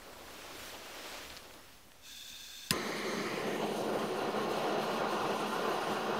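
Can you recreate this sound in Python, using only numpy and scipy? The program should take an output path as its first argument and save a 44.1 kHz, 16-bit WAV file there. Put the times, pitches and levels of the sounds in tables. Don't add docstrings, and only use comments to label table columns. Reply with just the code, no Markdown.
import sys
import numpy as np
from scipy import signal
from scipy.io import wavfile
from scipy.ndimage import uniform_filter1d

SR = 44100
rng = np.random.default_rng(int(sys.argv[2]) if len(sys.argv) > 2 else 0)


def ratio(d):
    e = np.asarray(d, float) / 20
    return 10 ** e


def to_wav(sig):
    pcm = np.clip(np.atleast_2d(sig), -1, 1) * 32767
    pcm = np.round(pcm).astype(np.int16)
    wavfile.write(sys.argv[1], SR, pcm.T)


N = 273243
HZ = np.fft.rfftfreq(1024, 1 / SR)
FRAME_S = np.arange(N // 256 + 5) * 256 / SR
SNAP_S = 2.7073

# f/Hz, level/dB (per Hz)
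FLAME_TONE = [(35, -62), (60, -33), (211, -2), (261, -3), (388, 1.5), (940, -4), (1080, -9), (1680, -7.5),
              (4090, -28), (5400, -29), (6510, -30), (7670, -34.5), (9240, -36), (15800, -50.5)]
# f/Hz, width/Hz, lift held high/dB, lift at the log/dB
HOT_PIPE = [(398, 270, 3, -3.5), (457, 440, 0, 0.5), (1057, 33.4, 21, 15), (1220, 51, 6.5, 7.5),
            (1349, 81, 10, -4.5), (1400, 54, -6.5, 11.5), (1530, 430, -9, 1.5), (2090, 100, 3, -13),
            (2410, 78, -1, -6), (1697, 75, -2, -10), (2640, 130, -9, 1.5), (2930, 710, 0, 6),
            (4660, 830, 6, 1), (3070, 89, 5, -5), (4060, 280, 6.5, 6), (5560, 300, -3, -1),
            (6370, 200, 9, 4.5), (9230, 430, 6.5, 12.5), (11000, 150, 6, 6), (12200, 990, 7, 14),
            (13600, 900, 3, 2), (15200, 2700, 6, 9)]
# t/s, share of the way (0-1)
TORCH_PATH = [
    (2.7, 0.06),
    (3.15, 0.01),
    (3.35, 0.32),
    (3.48, 0.47),
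    (3.6, 0.7),
    (3.7, 0.84),
    (3.8, 1),
    (4.3, 0.92),
    (6.2, 1.02),
]
# t/s, share (0-1), spread/s
GRAZE = [
    (3.8, 1, 0.081),
]
# t/s, lift/dB, spread/s
FLARES = [(3.38, 0, 0.014), (3.43, -0.5, .015), (3.47, 2, .012), (3.5, 0, 0.013), (3.64, 4, 0.021),
          (3.82, 0, .03), (4.03, 1.5, 0.022), (4.11, -2.5, 0.037), (4.39, 2, 0.022), (4.47, -1, .02),
          (4.62, 1, 0.076), (4.79, 1.5, 0.098), (5.02, 2.5, .04), (5.38, -2.5, .025), (5.5, -4.5, 0.014),
          (5.72, 0.5, 0.018), (6.0, -1, .03), (6.13, 0, 0.021)]
# t/s, lift/dB, spread/s
DRAUGHTS = [(3.46, -2, 0.029), (3.83, 5, 0.091), (3.89, -7, 0.04), (4.01, 2, 0.021), (4.25, -3, 0.027),
            (4.33, -7, 0.036), (4.47, -10, .02), (4.53, 3.5, .04), (4.62, -2, .015), (4.66, -1, .02),
            (4.76, -10, 0.028), (4.85, 2, 0.046), (5.05, -12, .035), (5.12, 5, 0.018), (5.39, 5, 0.037),
            (5.46, -3, .02), (5.55, 3, 0.032), (5.9, 3, .03), (6.15, -10, 0.053), (6.2, 8, .02)]


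def flame():
    lowered = curve(TORCH_PATH, FRAME_S)
    bite = ramp(FRAME_S, 3.9, 4.67)
    graze = bumps(GRAZE, FRAME_S)
    flare_db, draught_db = bumps(FLARES, FRAME_S), bumps(DRAUGHTS, FRAME_S)
    flash_db = 9 * np.exp(-np.maximum(FRAME_S - SNAP_S - .02, 0) / 0.0069)

    roar_db = -39 + 3.5 * lowered + 0.5 * bite + flare_db * (1 - 0.5 * above(1060))
    rush_db = -46.5 - 5 * abs(lowered) ** 0.57 + 4 * bite
    rush_db = rush_db + 0.42 * flare_db + 0.22 * draught_db + .2 * flash_db
    jet_db = -58.5 - 2 * abs(lowered) ** 0.52 + flash_db
    jet_db = jet_db + draught_db * (1 - 0.54 * above(9500))
    rasp_db = -3.5 * lowered + 6 * bite - 2.5 * graze

    waver = 1 + 0.0046 * evened(uniform_filter1d(rng.standard_normal(len(FRAME_S)), size=25))
    low = np.clip(0.031 + 0.69 * lowered + 0.23 * bite, 0, 1)
    pipe_db = sum((high + low * (down - high)) * hump(hz * waver, w) for hz, w, high, down in HOT_PIPE)

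    notch_hz = 1 / ((1 - lowered) / 725 + lowered / 2100)
    snow = echo(notch_hz, 2.92 * notch_hz, 0.52 + 0.35 * graze, dull_hz=3430)
    stump = echo(582, 349, 0.067 + 0.17 * low, dull_hz=1700)
    tone = ratio(read(FLAME_TONE) + pipe_db + rasp_db * hump(1030, 900)) * snow * stump

    roar = noise(tone * np.sqrt(1 - above(2300)), (150, 1400), roar_db, patchy_db=1.03, flicker_db=0.8)
    rush_tone = tone * np.sqrt(above(2310) - above(6430))
    rush = noise(rush_tone, (2600, 6800), rush_db, patchy_db=1.1, flicker_db=0.4)
    jet = noise(tone * np.sqrt(above(6500)), (7000, 15000), jet_db, patchy_db=2.3, flicker_db=1.2)
    roar = signal.lfilter(*signal.butter(2, 95, "high", fs=SR), roar)
    roar = signal.lfilter(*signal.iirnotch(258, 4.5, SR), roar)
    drone = hum(215.4, 45.4, level_db=-48)
    lit = np.clip((np.arange(N) / SR - SNAP_S - .003) / 0.0021, 0, 1)
    return (roar + drone + rush + jet) * lit


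# delay t/s, level/dB
SNAP = [
    (0, -7),
    (.0004, -2),
    (.0008, -1),
    (.0012, -1),
    (.0017, -5),
    (.0042, -15),
    (.0072, -15),
]
# f/Hz, level/dB, time to fall 60 dB/s
SNAP_MODES = [(1850, -9, .018), (2650, 6, .011), (3350, 2, .011), (4100, -3, .007), (4900, 6, .008),
              (5300, -4, .006), (6600, 0, .007), (7300, 3, .007), (8400, -4, .012), (9300, -2, .005),
              (10050, 3, .007), (12370, -7, .022), (14400, -13, .025)]
# t/s, f/Hz, level/dB, time to fall 60 dB/s
RINGS = [
    (2.712, 1034, -35.5, 0.19),
    (2.712, 446, -42, 0.043),
    (2.709, 84, -35, 0.13),
    (2.713, 1780, -24.5, 0.022),
]
# t/s, f/Hz, level/dB, swell/s
THUMP = (2.7085, 170, -24.5, .0043)


def ignition():
    out, t = np.zeros(N), np.arange(5000) / SR
    phases = rng.random((len(SNAP), len(SNAP_MODES)))
    for (late, db), turns in zip(SNAP, phases):
        ring = np.zeros(len(t))
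        for (hz, mode_db, t60), turn in zip(SNAP_MODES, turns):
            ring += ratio(mode_db - 60 * t / t60) * np.sin(2 * np.pi * (hz * t + turn))
        add(out, SNAP_S + late, ratio(db - 28) * ring)
    rattle = ratio(-29 - 60 * t / .032) * rng.standard_normal(len(t))
    add(out, SNAP_S, rattle)
    snap_echo = ratio(-40 - 60 * t / .012) * np.sin(2 * np.pi * 10100 * t)
    add(out, SNAP_S + .022, snap_echo)

    for s, hz, db, t60 in RINGS:
        onset = 1 - np.exp(-t / 0.00077)
        add(out, s, ratio(db - 60 * t / t60) * onset * np.sin(2 * np.pi * hz * t))
    s, hz, db, swell = THUMP
    push = (t / swell * np.exp(1 - t / swell)) ** 2
    add(out, s, ratio(db) * push * np.sin(2 * np.pi * hz * t))
    return out


# f/Hz, level/dB
GAS_TONE = [(700, -22), (2000, -21), (5000, -13.5), (9000, -19.5), (10500, -30), (11300, -25),
            (11700, -17.5), (12500, -21), (12900, -28), (14500, -23), (15800, -22)]
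# f/Hz, width/Hz, level/dB
COLD_PIPE = [(1620, 96, -7), (2570, 200, -7.5), (3555, 185, 1.5), (4230, 120, -4.5), (4590, 56, -6),
             (5230, 220, -11.5), (6120, 170, -5.5), (6860, 290, -12), (7800, 300, -15), (8750, 160, -21),
             (12200, 260, -20), (14100, 170, -17), (15300, 46, -13)]


def gas():
    pipe_power = sum(ratio(2 * db) * hump(hz, 1.5 * w) ** 2 for hz, w, db in COLD_PIPE)
    tone = np.sqrt(ratio(2 * read(GAS_TONE)) + pipe_power)
    hiss = noise(tone, (2300, 9000), 0, patchy_db=0.7, flicker_db=0.5) + hum(248, 50, level_db=-24)
    t = np.arange(N) / SR
    opening_db = -19 * np.exp(-np.maximum(t - 2.018, 0) / 0.025)
    trigger_db = -28 * np.maximum(t - 2.65, 0)
    fade_in = np.clip((t - 2.0) / 0.027, 0, 1)
    burnt = np.clip((SNAP_S + 0.019 - t) / 0.0058, 0, 1)
    return hiss * ratio(-49.5 + opening_db + trigger_db) * fade_in * burnt


# t/s, peak level/dB
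POPS = [
    (3.9522, -26),
    (3.9581, -24),
    (4.498, -33),
    (4.501, -33),
    (4.5213, -26),
    (5.0567, -29),
    (5.311, -24),
]


def pops():
    out, u = np.zeros(N), np.arange(-100, 100) / SR / 0.00045
    for s, db in POPS:
        add(out, s - 100 / SR, ratio(db) * (u ** 2 - 1) * np.exp(-u ** 2 / 2))
    return out


# t/s, peak level/dB, f/Hz, length/ms
CREAKS = [(0.019, -43, 1870, 0.65), (.097, -44, 2300, .6), (0.282, -38, 1500, 0.56), (.287, -42, 1900, .35),
          (.42, -56, 2300, .6), (1.252, -38, 3800, .4), (1.2988, -40, 3700, .35), (1.302, -36, 4500, .35),
          (1.3036, -35, 3900, 0.26), (1.306, -40, 2100, .5), (1.3172, -43, 5800, .15),
          (1.367, -30, 4600, 0.19), (1.372, -29, 4080, 0.24), (1.3763, -32, 4800, .1),
          (1.384, -42, 4000, .2), (1.4294, -44, 4800, .3), (1.51, -38.5, 2390, 0.27),
          (1.5394, -38, 3500, 0.14), (1.6906, -47, 2400, .3), (1.919, -40, 3000, 0.15)]


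def creaks():
    out, t = np.zeros(N), np.arange(400) / SR
    grits = rng.standard_normal((len(CREAKS), 400))
    for (s, db, hz, ms), grit in zip(CREAKS, grits):
        u = t * 1000 / max(ms, .05)
        tones = np.cos(2 * np.pi * hz * t) + 0.6 * np.cos(2 * np.pi * 0.68 * hz * t)
        crack = u * np.exp(1 - u) * tones / 1.36
        tail = .12 * np.diff(uniform_filter1d(grit, size=4), prepend=0) * np.exp(-t / .002)
        add(out, s, ratio(db) * (crack + tail))
    return out


# f/Hz, level/dB (per Hz)
RUSTLE_TONE = [(59, -42), (100, -15), (214, -13), (282, -2.5), (422, -4), (544, -1), (886, -5), (3160, -7),
               (8730, -17), (15800, -19)]
# t/s, effort level/dB
SLEEVE = [
    (0, -10),
    (.5, -2.5),
    (.7, -0.5),
    (.8, -3),
    (.92, -2),
    (1.02, 1),
    (1.17, 1),
    (1.4, -7.5),
    (1.88, -15.5),
]
# t/s, lift/dB, spread/s
BRUSH = [
    (.64, 4, 0.055),
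]


def sleeve():
    effort_db = curve(SLEEVE, FRAME_S)
    rub_db = -52 + 0.35 * effort_db * (1 - ramp(FRAME_S, 0.86, 1.66)) + fading_db()
    rustle_db = -51 + effort_db
    fibre_db = -59.5 + 0.67 * effort_db + bumps(BRUSH, FRAME_S)
    tone = ratio(read(RUSTLE_TONE))
    rub = noise(tone * np.sqrt(1 - above(1410)), (200, 1200), rub_db, patchy_db=1.0, flicker_db=1.5)
    rustle_tone = tone * np.sqrt(above(1350) - above(6400))
    rustle = noise(rustle_tone, (2200, 6000), rustle_db, patchy_db=0.6, flicker_db=0.84)
    fibre = noise(tone * np.sqrt(above(5160)), (7000, 15000), fibre_db, patchy_db=2.15, flicker_db=-0.1)
    return rub + rustle + fibre


# f/Hz, level/dB (per Hz)
RUMBLE = [(20, -27), (35, -5.5), (50, -2), (68, 2), (110, -7.5), (160, -12.5), (220, -4), (300, -13),
          (500, -26)]
# t/s, lift/dB, spread/s
AIR_SWELLS = [
    (.7, 0.5, .1),
    (.98, -5, .08),
    (1.3, 4, .08),
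    (1.9, -1, .1),
]


def background():
    calm_db = 0.31 * fading_db()
    rumble_db = -66 + calm_db + bumps(AIR_SWELLS, FRAME_S)
    rumble = noise(ratio(read(RUMBLE)), (25, 120), rumble_db, patchy_db=1.3, flicker_db=2.0)
    engine = hum(63, 8, level_db=-72.5) * ratio(np.interp(np.arange(N) / SR, FRAME_S, calm_db))
    return rumble + engine


def fading_db():
    return -18.5 * (np.clip(FRAME_S, 1.163, 2.12) - 1.163)


def noise(shape, band, level_db, patchy_db, flicker_db):
    inside = (HZ > band[0]) & (HZ < band[1])
    shape = shape / np.sqrt((shape[inside] ** 2).sum(0))
    a, b, patches = rng.standard_normal((len(FRAME_S), len(HZ), 3)).T
    patches = uniform_filter1d(patches, size=10, axis=0)
    patches = evened(uniform_filter1d(patches, size=10, axis=1))
    flicker = evened(uniform_filter1d(rng.standard_normal(len(FRAME_S)), size=4))
    gain = ratio(level_db + patchy_db * patches + flicker_db * flicker)
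    z = (a + 1j * b) * shape * gain
    return np.sqrt(1.5) * signal.istft(z, nperseg=1024, noverlap=768)[1][:N]


def hum(hz, width, level_db):
    b, a = signal.iirpeak(hz, hz / width, SR)
    once = signal.lfilter(b, a, rng.standard_normal(N))
    return ratio(level_db) * evened(signal.lfilter(b, a, once))


def echo(notch_hz, spacing_hz, share, dull_hz):
    weak = np.clip(share, 0, .95) / (1 + (HZ[:, None] / dull_hz) ** 2)
    return abs(1 - weak * np.exp(2j * np.pi * (HZ[:, None] - notch_hz) / spacing_hz))


def hump(hz, width):
    return 1 / (1 + (2 * (HZ[:, None] - hz) / width) ** 2)


def above(hz):
    return 1 / (1 + (hz / (HZ[:, None] + 1)) ** 8)


def read(points):
    f, db = np.transpose(points)
    return np.interp(np.log(HZ + 1), np.log(f), db, left=-70)[:, None]


def curve(rows, s):
    at, value = np.transpose(rows)
    return np.interp(s, at, value)


def bumps(rows, s):
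    return sum(lift * np.exp(-.5 * ((s - at) / spread) ** 2) for at, lift, spread in rows)


def ramp(s, start, end):
    return np.clip((s - start) / (end - start), 0, 1)


def evened(x):
    return x / np.sqrt(np.mean(x ** 2) + 1e-20)


def add(mix, s, sound):
    part = mix[round(s * SR):][:len(sound)]
    part += sound[:len(part)]


def scene():
    mono = flame() + ignition() + gas() + pops() + creaks() + sleeve() + background()
    return np.tile(mono, (2, 1))


def roll_off(x):
    return signal.sosfilt(signal.butter(12, 16680, fs=SR, output="sos"), x)


def record(dry):
    edge = signal.firwin(511, 15720, window=("kaiser", 9), fs=SR)
    mix = signal.oaconvolve(dry, edge[None], "same") + 0.00085
    return roll_off(mix)


dry = scene()
out = record(dry)
to_wav(out)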